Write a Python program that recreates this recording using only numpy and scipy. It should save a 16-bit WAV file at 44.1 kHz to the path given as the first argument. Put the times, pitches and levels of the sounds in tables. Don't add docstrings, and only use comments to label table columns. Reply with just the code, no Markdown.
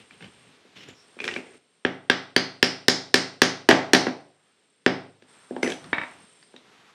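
import sys
import numpy as np
from scipy import signal
from scipy.fft import rfft, irfft, next_fast_len
from scipy.io import wavfile
from scipy.ndimage import uniform_filter1d

SR = 44100
rng = np.random.default_rng(int(sys.argv[2]) if len(sys.argv) > 2 else 0)


def write(x):
    x = np.atleast_2d(x).T
    wavfile.write(sys.argv[1], SR, np.round(np.clip(x, -1, 1) * 32767).astype(np.int16))


N = 306054
TIME = np.arange(N) / SR
AGE = TIME[:int(0.6 * SR)]
BRIEF = TIME[:int(0.08 * SR)]

# frequency in Hz, relative level in dB per Hz.
AIR_COLOUR = [(18, -52), (30, -23.5), (199, -3), (384, -4.5), (415, 1.5), (461, -2.5), (584, -7.5),
              (721, -9), (844, -11), (3490, -9), (6720, -21), (8740, -22), (16000, -51.5)]
AIR_DB = -60
HUSH_FROM_S, HUSH_TO_S, HUSH_DB = 1.582, 5.282, -8
# frequency in Hz, width in Hz, level in dB before the spells below.
WHINE_LINES = [(5400, 110, -81), (6230, 100, -88), (7640, 200, -76), (8657, 260, -69.5),
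               (10336, 180, -87.5)]
# start in seconds, length in seconds, gain in dB.
WHINE_SPELLS = [(0, .47, 2), (1.08, 4.2, 3), (5.3, 1.12, 6.5)]
WHINE_ATTACK_S, WHINE_RELEASE_S = 0.15, 0.12

# frequency in Hz, relative level in dB per Hz.
ROOM_COLOUR = [(40, -34), (140, -16), (250, -6), (450, -9), (750, -1.5), (1600, -9.5), (2500, -7),
               (3500, -8.5), (5000, -3.5), (7500, -3), (15000, -5)]
# frequency in Hz, 60 dB decay time in seconds.
ROOM_T60 = [(100, 0.18), (400, 0.51), (1500, 0.36), (4500, 0.4), (8000, 0.32), (15000, 0.099)]
# delay in seconds, level in dB.
ECHOES = [(0.012, -20), (0.0157, -17.5)]

# start in seconds, length in seconds, level in dB.
SLEEVE_SWEEPS = [(0, 1.45, -65), (4.42, .1, -70.5), (5.35, 0.32, -60), (5.8, 0.35, -55), (6.72, 0.25, -59)]
SWEEP_ATTACK_S, SWEEP_RELEASE_S = 0.18, 0.11
# frequency in Hz, relative level in dB per Hz.
SLEEVE_COLOUR = [(35, -32.5), (60, -5), (290, -20), (316, -7), (504, -22.5), (672, -5), (1340, -3),
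                 (6310, -19.5), (12000, -30.5), (15600, -75), (22000, -120)]
# start in seconds, length in seconds, friction in dB, rumble in dB.
PUSHES = [(0, 0.014, -52.5, -53), (0.113, .04, -59.5, -59), (0.226, 0.04, -52, -47.5),
          (0.335, 0.22, -63.5, -62), (0.766, 0.092, -49, -61), (0.88, 0.023, -49.5, -47.5),
          (5.834, .08, -73, -48), (6.113, 0.12, -72, -60.5)]
PUSH_ATTACK_S, PUSH_RELEASE_S = 0.026, 0.027
# frequency in Hz, relative level in dB per Hz.
RUB_COLOUR = [(60, -8), (200, 5), (450, -1), (900, -10), (2000, -0.5), (3000, 4.5), (4500, -8),
              (7000, -16.5), (15000, -36)]
# frequency in Hz, relative level in dB per Hz.
FUMBLE_COLOUR = [(30, -2), (80, -6), (180, 0), (300, -7), (600, -15.5), (2000, -25), (16000, -66)]
# start in seconds, length in seconds, level in dB.
SLIDES = [(.79, .04, -60), (.97, 0.059, -61)]
SLIDE_ATTACK_S, SLIDE_RELEASE_S = 0.04, 0.023
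# frequency in Hz, relative level in dB per Hz.
SLIDE_COLOUR = [(1000, -40.5), (4800, -15.5), (5500, -1), (6200, -18), (12000, -38)]

# start in seconds, length in seconds, level in dB.
DRAGS = [(1.217, 0.17, -42), (1.455, .1, -55), (5.638, .075, -34.5)]
DRAG_ATTACK_S, DRAG_RELEASE_S = 0.017, 0.023
# frequency in Hz, relative level in dB per Hz.
DRAG_COLOUR = [(60, -2), (200, -3), (420, 11), (750, -18), (1300, -7.5), (2400, -2), (4000, -20),
               (8000, -16), (16000, -52)]
CHATTER_DB, CHATTER_CONTACT_HZ, CHATTER_THUMP_DB, CHATTER_RING_HZ = -1.5, 2770, 11.5, 2540

# frequency in Hz, level in dB before the jog, 60 dB decay time in seconds.
STEEL_MODES = [(5990, -37.5, 0.41), (6230, -46, 0.23), (7830, -49, 0.42), (9500, -45, 0.28),
               (10260, -51, .3), (10940, -56, 0.43), (11700, -58, .28)]
# time in seconds, gain in dB.
JOGS = [(5.628, 1.5), (5.701, -7.5)]

# frequency in Hz, relative level in dB, 60 dB decay in seconds.
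FREE_LATTICE_MODES = [(281, -16.5, 0.048), (774, -22, .025), (931, -16, 0.22), (1794, 1, 0.029),
                      (1936, 2.5, 0.017), (2100, -24, 0.01), (2265, -6.5, 0.11), (3080, -14.5, 0.02),
                      (3290, -25, 0.027), (3750, -18, 0.091)]
CLACK_S, CLACK_DB, BOUNCE_DB = 5.9296, -13.5, -5.5
BOUNCE_GAP_S, BOUNCE_SHARE = 0.052, 0.625

# mean frequency in Hz, relative level in dB, 60 dB decay time in seconds.
LATTICE_MODES = [(646, -7, 0.01), (968, -11.5, 0.021), (1265, -19, 0.017), (1638, -6, 0.022),
                 (1732, -1.5, .022), (2300, -12, .012), (3218, -5, 0.013), (3454, -4.5, 0.014),
                 (4530, -5.5, 0.012), (5720, -10, 0.032)]
# frequency in Hz, relative level in dB, 60 dB decay in seconds.
BEAM_MODES = [(105.3, -39, 0.74), (133.5, -32, .5), (155, -38, 0.64), (186, -25, .38), (255, -26, 0.33),
              (264.8, -22, 0.34), (282, -30, 0.48), (314, -26.5, 0.28), (382.3, -20, 0.3),
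              (443, -34.5, 0.11), (536, -29.5, 0.28), (664, -31.5, 0.17), (737, -26.5, 0.12),
              (751, -27.5, 0.18)]
# frequency in Hz, relative level in dB per Hz.
CRACK_COLOUR = [(50, -50), (200, -21.5), (900, -11.5), (2000, 3.5), (4000, 3), (6000, -5.5), (7500, -7.5),
                (11000, -10), (16000, -23)]
# frequency in Hz, relative level in dB per Hz.
SLAP_COLOUR = [(40, -46.5), (100, -20.5), (250, 8), (430, -1), (700, 3.5), (1000, -4), (1400, -3),
               (2500, -9.5), (6000, -18), (16000, -28.5)]

# time in seconds, level in dB,
# contact cut-off in Hz, beam thump in dB, ring in Hz, ring in dB; thump and ring are relative to the level.
KNOCKS = [(0.108, -44.5, 3020, -14, 2350, 6), (0.207, -44.5, 3470, 2, 2680, 4),
          (0.224, -39, 3230, -5, 2160, 3), (0.243, -38.5, 3470, -4, 3040, 0),
          (0.650, -52, 900, 10.5, 1480, -10), (0.886, -42.5, 11000, 8, 7150, -1),
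          (1.166, -44, 850, 11.5, 1480, -10), (1.1887, -36, 3070, -9, 2440, 7),
          (1.202, -29, 3500, -1, 2450, 9), (1.241, -26.5, 8240, -2, 2370, 2),
          (1.252, -30, 7000, 2, 2630, -1), (1.2778, -23, 6530, -13, 2420, 2.5),
          (1.287, -29, 3600, 1, 1910, 11), (1.312, -36, 5000, 8, 2730, 11),
          (1.3385, -30.5, 5900, -12, 3000, -2), (1.362, -25.5, 3170, 7.5, 2355, 8),
          (5.222, -50, 5000, 11.5, 2750, -4), (5.508, -32.5, 744, 17.5, 873, -5.5),
          (5.5633, -29, 1830, 13, 870, 5), (5.6297, -18.5, 4200, 11.5, 2120, 4.5),
          (5.646, -23, 1590, 5.5, 2090, -4), (5.663, -35.5, 3000, 10, 2000, 17),
          (5.675, -27.5, 5060, 14, 2980, -8), (5.701, -27, 7100, 8, 5650, -8),
          (5.720, -26.5, 7700, -4, 3310, 0), (5.842, -42, 7040, -6, 1250, 3.5),
          (6.427, -47.5, 6000, -15, 4670, 1), (6.539, -40, 783, 6.5, 894, -2),
          (6.563, -43.5, 5600, -10.5, 3770, 6)]
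KNOCK_SLAP_DB = -11
# frequency in Hz, relative dB, 60 dB decay in seconds.
KNOCK_THUD_MODES = [(253, -16, 0.17), (365.3, -6, 0.025), (444, -2.5, 0.014)]
# time in seconds, level in dB,
# contact cut-off in Hz, beam thump in dB relative to the level.
REBOUNDS = [(3.7031, -13.5, 2100, 6.5), (3.710, -3.5, 2850, -4), (3.725, -16, 1500, 2),
            (3.948, -9, 4400, -13), (4.0672, -18, 2390, 12), (4.080, -25, 1400, -2.5)]
REBOUND_RING_HZ, REBOUND_RING_DB, REBOUND_SLAP_DB = 1920, 0.5, 12

# time in seconds, level in dB, contact cut-off in Hz, beam thump in dB,
# joint ring in Hz, joint ring in dB, slap on the beam in dB; the last three dB are relative to the level.
BLOWS = [(1.8496, -8, 2200, -1, 3200, -16.5, -22), (2.0984, -3, 3640, -6, 3597, 0, -18.5),
         (2.3630, -3.5, 5000, -3, 4540, 0.5, -3.5), (2.6274, -3.5, 6550, -3, 5110, 0.5, -26.5),
         (2.8823, -1.5, 7000, -4, 5130, 0.5, -14), (3.1415, -0.5, 6800, -4, 5140, -1.5, -13),
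         (3.4178, 1, 6200, -4, 5240, -3.5, -11.5), (3.6884, 1, 5000, 1, 4980, -10.5, 6.5),
         (3.9332, 0.5, 6500, -1, 5455, -4, 5.5), (4.8622, -2.5, 2290, 0, 5020, 1, -4)]
# frequency in Hz, relative level in dB, 60 dB decay in seconds.
BLOW_THUD_MODES = [(367, 0.5, .022), (394, -9, 0.0091)]


def undb(db):
    return 10 ** (np.asarray(db) / 20)


def unit(x):
    return x / np.sqrt(np.mean(x ** 2))


def at_hz(points, hz):
    f, value = np.transpose(points)
    return np.interp(np.log(np.maximum(hz, 1)), np.log(f), value)


def filtered(x, order, cut_hz, kind="low"):
    return signal.sosfilt(signal.butter(order, cut_hz, kind, fs=SR, output="sos"), x)


def noise(colour, size):
    n = next_fast_len(size)
    spectrum = rfft(rng.standard_normal(n))
    gain = undb(at_hz(colour, np.fft.rfftfreq(n, 1 / SR)))
    return unit(irfft(spectrum * gain, n)[:size])


def walk(rate):
    return np.interp(TIME * rate, np.arange(4096), rng.standard_normal(4096))


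def add(out, x, s):
    i = max(int(s * SR), 0)
    out[i:i + len(x)] += x[:len(out) - i]


def envelope(rows, attack_s, release_s):
    gain = np.zeros(N)
    for start, length, db in rows:
        rise = np.clip(1 + (TIME - start) / attack_s, 0, 1)
        fall = np.exp(-np.clip((TIME - start - length) / release_s, 0, 20))
        gain = np.maximum(gain, undb(db) * rise * fall)
    return gain


def decay(age, t60):
    return np.exp(-np.log(1000) * age / t60)


def ring(modes, age, lag_s=0.000941):
    out = 0
    for hz, db, t60 in modes:
        t = np.maximum(age - lag_s * np.sqrt(1000 / hz), 0)
        out = out + undb(db) * decay(t, t60) * np.sin(2 * np.pi * hz * t)
    return out


def burst(colour, t60, rise_s):
    return noise(colour, len(BRIEF)) * decay(BRIEF, t60) * (1 - np.exp(-BRIEF / rise_s))


def background():
    hz = np.fft.rfftfreq(N, 1 / SR)
    white = rfft(rng.standard_normal(N))
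    lines = sum(undb(db) * unit(np.exp(-2 * ((hz - f) / width) ** 2)) for f, width, db in WHINE_LINES)
    whine = irfft(white * lines, N) * envelope(WHINE_SPELLS, WHINE_ATTACK_S, WHINE_RELEASE_S)
    air = undb(AIR_DB + 0.92 * walk(rate=13)) * noise(AIR_COLOUR, N)
    hushed = 1.0 * ((TIME > HUSH_FROM_S) & (TIME < HUSH_TO_S))
    hush = uniform_filter1d(hushed, size=200)
    return (air + whine) * undb(HUSH_DB * hush)


def first_echoes(x, dull_hz=6500):
    out = np.zeros(N)
    soft = filtered(x, 2, dull_hz)
    for delay_s, db in ECHOES:
        add(out, undb(db) * soft, delay_s)
    return out


def workshop(x, gap_s=0.0075, build_s=0.0022):
    hz = np.fft.rfftfreq(len(AGE), 1 / SR)
    white = np.exp(2j * np.pi * rng.random(len(hz))) * undb(at_hz(ROOM_COLOUR, hz))
    centres = np.geomspace(60, 15360, 9)
    late = np.maximum(AGE - gap_s, 0)
    response = 0
    for centre, share in zip(centres, np.eye(len(centres))):
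        fade = decay(late, at_hz(ROOM_T60, centre)) * (1 - np.exp(-late / build_s))
        octave = irfft(white * at_hz(np.c_[centres, share], hz), len(AGE))
        response = response + unit(fade) * octave
    return signal.fftconvolve(x, response)[:N]


def all_round(x, size=71):
    power = uniform_filter1d(np.abs(rfft(x)) ** 2, size // 4, mode="nearest")
    broad = uniform_filter1d(power, size, mode="nearest")
    share = np.clip(np.fft.rfftfreq(len(x), 1 / SR) / 2000, 0, 1)
    even = power + share * (broad - power)
    cepstrum = irfft(np.log(np.abs(even) + 1e-18))
    causal = cepstrum[:len(cepstrum) // 2]
    return irfft(np.exp(rfft(causal, len(cepstrum)) - cepstrum[0] / 2))


def hands():
    friction = envelope([(s, length, db) for s, length, db, _ in PUSHES], PUSH_ATTACK_S, PUSH_RELEASE_S)
    rumble = envelope([(s, length, db) for s, length, _, db in PUSHES], PUSH_ATTACK_S, PUSH_RELEASE_S)
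    sweep = envelope(SLEEVE_SWEEPS, SWEEP_ATTACK_S, SWEEP_RELEASE_S)
    rub = noise(RUB_COLOUR, N) * undb(2 * walk(rate=110)) * friction
    slide = noise(SLIDE_COLOUR, N) * envelope(SLIDES, SLIDE_ATTACK_S, SLIDE_RELEASE_S)
    fumble = noise(FUMBLE_COLOUR, N) * undb(2 * walk(rate=65)) * rumble
    sleeve = noise(SLEEVE_COLOUR, N) * undb(1.3 * walk(rate=60)) * sweep
    return rub + slide + fumble + sleeve


def drag():
    scrape = noise(DRAG_COLOUR, N) * undb(3.4 * walk(rate=270))
    return scrape * envelope(DRAGS, DRAG_ATTACK_S, DRAG_RELEASE_S)


def chatter(count=4, spread_db=6, ring_db=4):
    rows = []
    for start, length, db in DRAGS:
        for k, (when, strength) in enumerate(rng.random((count, 2))):
            s = start + length * (k + when) / count
            level_db = db + CHATTER_DB + spread_db * (strength - 0.5)
            rows.append((s, level_db, CHATTER_CONTACT_HZ, CHATTER_THUMP_DB, CHATTER_RING_HZ, ring_db))
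    return rows


def steel_tool():
    out = np.zeros(N)
    for s, db in JOGS:
        add(out, undb(db) * ring(STEEL_MODES, AGE), s)
    return out


def bounces(count=4):
    gaps = BOUNCE_GAP_S * BOUNCE_SHARE ** np.arange(count)
    return [(CLACK_S + gaps[:k].sum(), CLACK_DB + k * BOUNCE_DB) for k in range(count)]


def lifted_lattice(room_db=1):
    near, far = np.zeros(N), np.zeros(N)
    for s, db in bounces():
        hollow = ring(FREE_LATTICE_MODES, BRIEF, lag_s=0.00187)
        slap = undb(-6) * burst(SLAP_COLOUR, t60=0.031, rise_s=0.0004)
        clack = undb(db) * filtered(hollow + slap, 4, 4200)
        add(near, clack, s)
        add(far, undb(room_db) * all_round(clack), s)
    return np.array([near, far])


def strikes(table, beam, thud, scatter, crack_t60, slap_t60, ring_t60):
    near, far = np.zeros(N), np.zeros(N)
    thud = filtered(thud, 3, 225, "high")
    for s, db, contact_hz, thump_db, ring_hz, ring_db, slap_db in table:
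        modes = [(hz * (1 + scatter * rng.standard_normal()), mode_db, t60) for hz, mode_db, t60 in LATTICE_MODES]
        joint = (ring_hz, ring_db, ring_t60)
        wood = filtered(ring(modes + [joint], BRIEF), 2, 500, "high")
        wood += burst(CRACK_COLOUR, crack_t60, rise_s=0.00091)
        wood += undb(slap_db) * burst(SLAP_COLOUR, slap_t60, rise_s=0.005)
        hit = undb(db) * filtered(wood + undb(thump_db) * thud, 2, contact_hz)
        add(near, hit, s)
        add(near, undb(db + thump_db) * beam, s)
        add(far, all_round(hit), s)
    return np.array([near, far])


def loose_wood(bench_db=-8, light_hz=120):
    knocks = [(*row, KNOCK_SLAP_DB) for row in list(KNOCKS) + chatter()]
    rebounds = [(*row, REBOUND_RING_HZ, REBOUND_RING_DB, REBOUND_SLAP_DB) for row in REBOUNDS]
    beam = undb(bench_db) * ring(BEAM_MODES, AGE)
    thud = ring(KNOCK_THUD_MODES, BRIEF)
    sound = strikes(knocks + rebounds, beam, thud, scatter=0.05, crack_t60=0.025, slap_t60=0.02, ring_t60=0.027)
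    return filtered(sound, 2, light_hz, "high")


def mallet():
    beam = ring(BEAM_MODES, AGE, lag_s=0.002)
    thud = ring(BLOW_THUD_MODES, BRIEF)
    return strikes(BLOWS, beam, thud, scatter=0.024, crack_t60=0.019, slap_t60=0.024, ring_t60=0.014)


def scene():
    near, far = mallet() + loose_wood() + lifted_lattice()
    room = first_echoes(near) + undb(-1) * workshop(far)
    return (near + room + steel_tool() + drag() + hands() + background())[None]


def record(dry, ceiling=0.7, low_cut_hz=86, top_hz=16200):
    rounded = dry / (1 + (dry / ceiling) ** 4) ** (1 / 4)
    lean = filtered(rounded, 4, low_cut_hz, "high")
    mellow = filtered(lean, 1, 14000)
    return signal.sosfilt(signal.ellip(8, 0.2, 70, top_hz, fs=SR, output="sos"), mellow)


dry = scene()
out = record(dry)
write(out)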